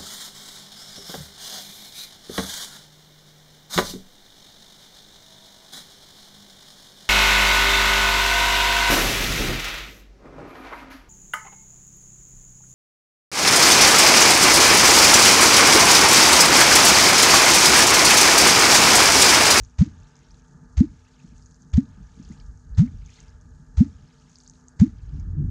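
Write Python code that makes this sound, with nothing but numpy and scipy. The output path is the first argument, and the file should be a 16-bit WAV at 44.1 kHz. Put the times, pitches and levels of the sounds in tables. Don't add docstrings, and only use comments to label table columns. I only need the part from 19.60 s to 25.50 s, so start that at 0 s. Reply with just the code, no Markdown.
import sys
import numpy as np
from scipy.fft import rfft, irfft, next_fast_len
from scipy.io import wavfile
from scipy.ndimage import map_coordinates

SR = 44100
rng = np.random.default_rng(int(sys.argv[2]) if len(sys.argv) > 2 else 0)


def bounce(signal):
    frames = np.transpose(np.atleast_2d(signal))
    limited = np.clip(frames, -1, 1)
    pcm = np.round(limited * 32767).astype(np.int16)
    wavfile.write(sys.argv[1], SR, pcm)


N = 260190
TIME = np.arange(N) / SR

# t/s, f/Hz, level/dB.
STROKES = [(0.1919, 77, -10.5, 0.2082, 105, 500, 0.0651, -4.0, 1.0, 0.2303, 0.25, 285, -34),
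           (1.1765, 69, -10.6, 1.2066, 146, 331, 0.0131, 3.4, 0.078, 1.2233, 1.2203, 283, -20.3),
           (2.1379, 71, -12.3, 2.1780, 93, 272, 0.0059, 2.9, 0.058, 2.2247, 2.2046, 256, -35.6),
           (3.1816, 95, -6.9, 3.1932, 114, 474, 0.12, -2.7, 0.218, 3.2506, 3.2455, 240, -29.4),
           (4.1780, 70, -10.2, 4.2056, 101, 276, 0.0092, 1.8, 0.097, 4.235, 4.2416, 265, -33),
           (5.2018, 86, -10, 5.2151, 143, 403, 0.0458, 1.0, 0.151, 5.2479, 5.2442, 285, -27)]
FIZZ_DB = -73


def amp(db):
    return 10 ** (np.asarray(db) / 20)


def unit(x):
    return x / np.sqrt(np.mean(x ** 2) + 1e-20)


def wobble(rate):
    return map_coordinates(rng.standard_normal(int(N * rate / SR) + 4), [TIME * rate])


def filtered(x, response):
    size = next_fast_len(N + SR // 2)
    return irfft(rfft(x, size) * response(np.fft.rfftfreq(size, 1 / SR)), size)[..., :N]


def noise(spectrum):
    f, db = np.transpose(spectrum)
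    white = rng.standard_normal(N)
    return unit(filtered(white, lambda hz: amp(np.interp(np.log(hz + 1), np.log(f + 1), db))))


def step(t, width):
    return .5 + .5 * np.tanh(t / width / 2)


def dying(t, t60, attack):
    age = np.maximum(t, 0)
    return amp(-60 * age / t60) * (1 - np.exp(-age / attack))


def wind():
    # t/s, level/dB
    gusts = [(0.0, -43.5), (0.13, -55), (0.44, -42), (0.5, -58), (1.11, -48.5), (1.32, -44.5), (1.58, -61),
             (1.7, -55), (1.87, -50.5), (2.07, -55), (2.28, -46), (2.67, -45.5), (2.92, -35), (3.0, -46),
             (3.33, -36), (3.6, -58.5), (3.9, -42), (4.0, -48.5), (4.43, -44), (4.52, -63), (4.85, -54),
             (5.13, -54.5), (5.4, -42), (5.55, -29.5), (5.75, -21), (5.9, -15.5)]
    # f/Hz, level/dB
    buffet_spectrum = [(12, -50), (28, -9), (45, 4), (80, -1), (120, -7.5), (206, -26), (367, -37.5),
                       (500, -51), (650, -82.5), (1100, -120)]
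    murmur_spectrum = [(60, -47.5), (105, -25), (145, 6.5), (185, -4.5), (220, -10), (270, -11.5),
                       (330, -20), (400, -26.5), (520, -55.5), (880, -120)]
    air_spectrum = [(210, -35), (350, -7), (400, -9), (447, 3), (500, -8), (545, -23.5), (585, -16.5),
                    (608, -1), (640, -13.5), (760, -10), (840, -8), (885, -1), (940, -10.5), (1020, -9),
                    (1090, -18.5), (1180, -5), (1420, -9.5), (1700, -6.5), (1800, -12.5), (2000, -23),
                    (2800, -60), (4800, -120)]
    gust_db = np.interp(TIME, *np.transpose(gusts))
    buffet = amp(gust_db) * unit(amp(3.3 * wobble(7.9)) * noise(buffet_spectrum))
    murmur_db = -55 + 0.97 * np.maximum(gust_db + 40, 0)
    murmur = amp(murmur_db) * unit(amp(3.5 * wobble(9) + 2.2 * wobble(21)) * noise(murmur_spectrum))
    air = amp(-65.5 + 1.6 * wobble(4.995)) * noise(air_spectrum)
    return buffet + murmur + air


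def hum():
    rms_db = -63.5 + 2.2 * wobble(3.5)
    hz = 247 + 2.224 * wobble(4.0)
    return np.sqrt(2) * amp(rms_db) * np.sin(2 * np.pi * np.cumsum(hz) / SR)


def wetness():
    # run-off level/dB, stop t/s, heaviest dripping t/s, its width/s, run-off swell/dB, fizz swell/dB
    lifts = [(-72.5, 0.14, 0.03, 0.063, 1.5, 3.5), (-70.5, 0.79, 0.82, 0.069, 1.5, 2.6),
             (-70.5, 1.77, 1.83, 0.16, 0.5, 4.5), (-73, 2.79, 2.696, 0.1, 6, 5.5),
             (-70.5, 3.754, 3.56, 0.06, 10, 10), (-71, 4.75, 4.81, 0.12, 4, 6),
             (-72.5, 5.63, 5.58, 0.025, 2.5, 1.5)]
    drained_db, lift_delay_s, edge_s = -83.0, 0.097, 0.035
    run_db = np.full(N, drained_db)
    fizz_db = FIZZ_DB - 4 * step(TIME - 5.35, .09)
    starts = [-1] + [stroke[0] + lift_delay_s for stroke in STROKES]
    for start, (db, stop, heaviest, width, run_swell_db, fizz_swell_db) in zip(starts, lifts):
        flowing = step(TIME - start, edge_s) * step(stop - TIME, edge_s)
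        swell = np.exp(-.5 * ((TIME - heaviest) / width) ** 2)
        run_db += (db - drained_db) * flowing + run_swell_db * swell
        fizz_db += fizz_swell_db * swell
    return run_db, fizz_db


def plinks(onset_s, db, hz, cycles, rise):
    samples = np.arange(600)
    turns = hz[:, None] * samples / SR
    age = turns / cycles[:, None]
    phase = 2 * np.pi * turns * (1 + rise[:, None] * (age / 2 - 1))
    rings = amp(db)[:, None] * (age * np.exp(1 - age)) ** 2 * np.sin(phase)
    index = (onset_s * SR).astype(int)[:, None] + samples
    return np.bincount(index.ravel(), rings.ravel(), N + SR)[:N]


def drops_and_entry_ticks():
    # t/s, level/dB ahead of the port, f/Hz
    impacts = [(0.0351, -58, 6900), (0.048, -56.5, 5630), (0.192, -59, 6350), (0.401, -66, 6250),
               (0.433, -66, 6100), (0.555, -58.5, 5200), (0.5901, -64.5, 5830), (0.7073, -57, 4600),
               (0.7427, -61, 4030), (0.882, -69, 6600), (0.932, -75, 6300), (1.1752, -52, 6470),
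               (1.4663, -62, 2620), (1.5976, -57, 2580), (1.7804, -62.5, 6140), (1.8238, -61, 5140),
               (1.8595, -59, 5900), (1.9101, -64.5, 6700), (1.9438, -62, 5400), (2.021, -62, 6400),
               (2.1186, -65, 6950), (2.1385, -41.5, 3430), (2.2545, -64, 3800), (2.6265, -59, 5260),
               (2.649, -57, 5000), (2.6549, -61, 3140), (2.6907, -62, 6670), (2.7162, -56.5, 2010),
               (2.7234, -63, 6600), (2.7444, -68, 2480), (2.7975, -58, 2950), (2.8004, -54, 4680),
               (2.862, -65, 5200), (2.9743, -67, 6300), (3.1485, -58, 4250), (3.1792, -55, 1960),
               (3.274, -55.5, 2160), (3.4176, -64, 2230), (3.461, -57.5, 6200), (3.491, -56.5, 2410),
               (3.5408, -62, 6360), (3.5848, -55, 2070), (3.603, -54.5, 6100), (3.629, -62, 8050),
               (3.6815, -60.5, 5200), (3.693, -63, 5070), (3.8115, -64, 6040), (4.1754, -58, 2000),
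               (4.6955, -64.5, 6520), (4.731, -65, 5700), (4.7564, -48.5, 4800), (4.7852, -56, 6800),
               (4.8023, -53.5, 4750), (4.8356, -60, 6840), (4.8628, -55, 4330), (4.8765, -52, 6400),
               (4.8973, -50.5, 5900), (4.935, -63, 4340), (4.954, -64, 3980), (4.998, -71, 6300),
               (5.0833, -52, 6500), (5.2001, -52, 6400), (5.596, -67, 2250), (5.597, -61.5, 5400)]
    onset, db, hz = np.transpose(impacts)
    chance = rng.random((len(onset), 10))
    stretch = (6000 / hz) ** 0.45
    cycles = 4.44 * stretch * 1.1 ** (chance[:, 0] - .5)
    rise = 0.15 / stretch ** 2
    out = plinks(onset, db, hz, cycles, rise)
    out += plinks(onset, db - 3, hz, np.ones(len(onset)), rise)
    for late, pitch, small in chance[:, 1:].T.reshape(3, 3, -1):
        out += plinks(onset + 0.013 * late, db - 6 - 8 * small, hz * 2.2 ** (pitch - .5), cycles, rise / 2)
    return out


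def trickle(run_db):
    when, rarity, pitch, ring = rng.random((4000, 4)).T
    at = when * (N - 1)
    db = run_db[at.astype(int)] - 6 - 3 * np.log(rarity + 0.012)
    return plinks(at / SR, db, 2000 * 2.9 ** pitch, cycles=2.5 + 6 * ring ** 2, rise=0.025 * ring)


def fizz_ticks(fizz_db):
    when, faint, pitch = rng.random((220, 3)).T
    at = when * (N - 1)
    db = -70 + 1.6 * (fizz_db[at.astype(int)] - FIZZ_DB) - 2.54 * np.log(faint + 0.025)
    return plinks(at / SR, db, 3500 * 2.6 ** pitch, cycles=0.91 + 1.3 * faint, rise=0.1 * faint)


def sound_port(hz):
    ratio = hz / 6600
    return 1 / (1 - ratio ** 2 + .12j * ratio) / (1 - (ratio / 2.1) ** 2 + .9j * ratio)


def runoff_and_entry_ticks():
    # f/Hz, level/dB
    run_spectrum = [(1200, -120), (1600, -40), (2000, 2.5), (3500, 5.5), (5500, -3.5), (7000, -12),
                    (9000, -25.5), (12000, -28), (15500, -34)]
    fizz_spectrum = [(2650, -32), (4500, -8.5), (5010, -9), (5360, -7), (6040, -4.5), (6450, -0.5),
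                     (6650, -0.5), (8310, -14.5), (10800, -32), (18300, -120)]
    run_db, fizz_db = wetness()
    patter = drops_and_entry_ticks() + trickle(run_db) + fizz_ticks(fizz_db)
    hiss = amp(run_db - 5 + 1.5 * wobble(44)) * noise(run_spectrum)
    fizz = amp(fizz_db + 1.9 * wobble(60)) * noise(fizz_spectrum)
    return filtered(patter, sound_port) + hiss + fizz


def splashes():
    # t/s, then level/dB of entry slap, spray, pinch-off slap and pop
    entries = [(0.191, -54, -38, -50, -35), (1.175, -42, -42.5, -48, -44), (2.137, -41, -46, -44.5, -43),
               (3.178, -52, -39, -39, -49), (4.176, -48, -41.5, -44.5, -41),
               (5.198, -39.5, -43, -53, -44.5)]
    # f/Hz, level/dB
    crack_spectrum = [(3000, -63.5), (7000, -7.5), (9000, -4.5), (11000, -14), (13000, -15.5),
                      (15500, -26.5), (17000, -39)]
    spray_spectrum = [(320, -12.5), (550, -7), (828, -4.5), (960, -1.5), (1090, -14.5), (1220, -4.5),
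                      (1550, -5), (1990, -3), (2820, -9.5), (4200, -7), (5710, -7.5), (6400, -3),
                      (8310, -17), (10800, -54), (18300, -120)]
    pop_spectrum = [(200, -66), (330, -5), (450, -0.5), (700, -2.5), (1000, -27), (1600, -120)]
    slosh_spectrum = [(25, -40), (50, -12), (85, 15.5), (150, -8), (260, -10.5), (330, -23.5), (500, -55),
                      (900, -120)]
    crack, slap, spray, pop, slosh = np.zeros((5, N))
    for (entry, slap_db, spray_db, pinch_db, pop_db), stroke in zip(entries, STROKES):
        since_entry, since_pinch = TIME - entry, TIME - stroke[3]
        crack += amp(spray_db - 26) * dying(since_entry + .003, t60=.21, attack=.0026)
        slap += amp(slap_db) * dying(since_entry + .0011, t60=.064, attack=.0004)
        spray += amp(spray_db) * dying(since_entry + .0076, t60=.25, attack=.0043)
        slap += amp(pinch_db) * dying(since_pinch + .011, t60=.12, attack=.0017)
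        pop += amp(pop_db) * dying(since_pinch + .002, t60=.05, attack=.002)
        slosh += amp(-33.5) * dying(since_pinch - .02, t60=.46, attack=.017)
    grain = unit(amp(3 * wobble(300)))
    dull_spray = filtered(noise(spray_spectrum), lambda hz: 1 / (1 + (hz / 9000) ** 6))
    spatter = crack * noise(crack_spectrum) + slap * noise(spray_spectrum) + spray * dull_spray
    return grain * spatter + pop * noise(pop_spectrum) + slosh * noise(slosh_spectrum)


def bloops():
    small_life_s = 0.04
    out = np.zeros(N)
    for stroke in STROKES:
        entry, cavity_hz, cavity_db = stroke[:3]
        pinch, start_hz, target_hz, glide, bubble_db, t60, burst = stroke[3:10]
        small_onset, small_hz, small_db = stroke[10:]
        phase = 2 * np.pi * cavity_hz * (TIME - entry)
        throb = np.sin(phase) - .12 * np.sin(2 * phase)
        out -= amp(cavity_db) * throb * step(TIME - entry, .002) * step(pinch - TIME, .002)
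        age = np.maximum(TIME - pinch, 0)
        turns = target_hz * age - (target_hz - start_hz) * glide * (1 - np.exp(-age / glide))
        bubble = np.sin(2 * np.pi * turns) * dying(age, t60, attack=.003)
        out -= amp(bubble_db) * bubble * step(burst - TIME, .004)
        progress = np.clip((TIME - small_onset) / small_life_s, 0, 1)
        small_turns = small_hz * small_life_s * progress * (1 + .05 * progress)
        out += amp(small_db) * np.sin(np.pi * progress) ** 2 * np.sin(2 * np.pi * small_turns)
    return out


def heard_from_boat(x):
    # delay/s, level/dB
    echoes = [(0.044, -31), (0.058, -32.5), (0.071, -42.5), (0.103, -42.5), (0.118, -45)]

    def response(hz):
        reflected = sum(amp(db) * np.exp(-2j * np.pi * hz * delay) for delay, db in echoes)
        return (1 + reflected) / (1 + (hz / 600) ** 4)
    return filtered(x, response)


def hull_knocks():
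    # t/s, level/dB
    wavelets = [(1.638, -34.5), (1.72, -39.5), (1.8, -41), (2.376, -36), (2.397, -37.5), (2.57, -32.5),
                (2.596, -30), (2.7, -29), (5.526, -42.5), (5.577, -33.5)]
    # f/Hz, level/dB
    ring_spectrum = [(80, -70), (130, 0.5), (180, 9), (300, -3.5), (450, -46), (700, -70), (1000, -120)]
    knocks = sum(amp(db) * dying(TIME - onset, t60=.078, attack=.0054) for onset, db in wavelets)
    return knocks * noise(ring_spectrum)


def scene():
    water = heard_from_boat(bloops()) + splashes() + runoff_and_entry_ticks()
    return (water + wind() + hull_knocks() + hum())[None]


def record(dry):
    # f/Hz, level/dB
    hiss_spectrum = [(5000, -36), (8000, -4), (10000, -6), (12000, -9.5), (14500, -27), (16000, -30.5)]
    band_limit_hz = 15700
    hiss_db = -91.5 - 3 * step(TIME - 5.3, .05)
    hiss = amp(hiss_db) * noise(hiss_spectrum)
    return filtered(dry + hiss, lambda hz: step(band_limit_hz - hz, 60))


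dry = scene()
out = record(dry)
bounce(out)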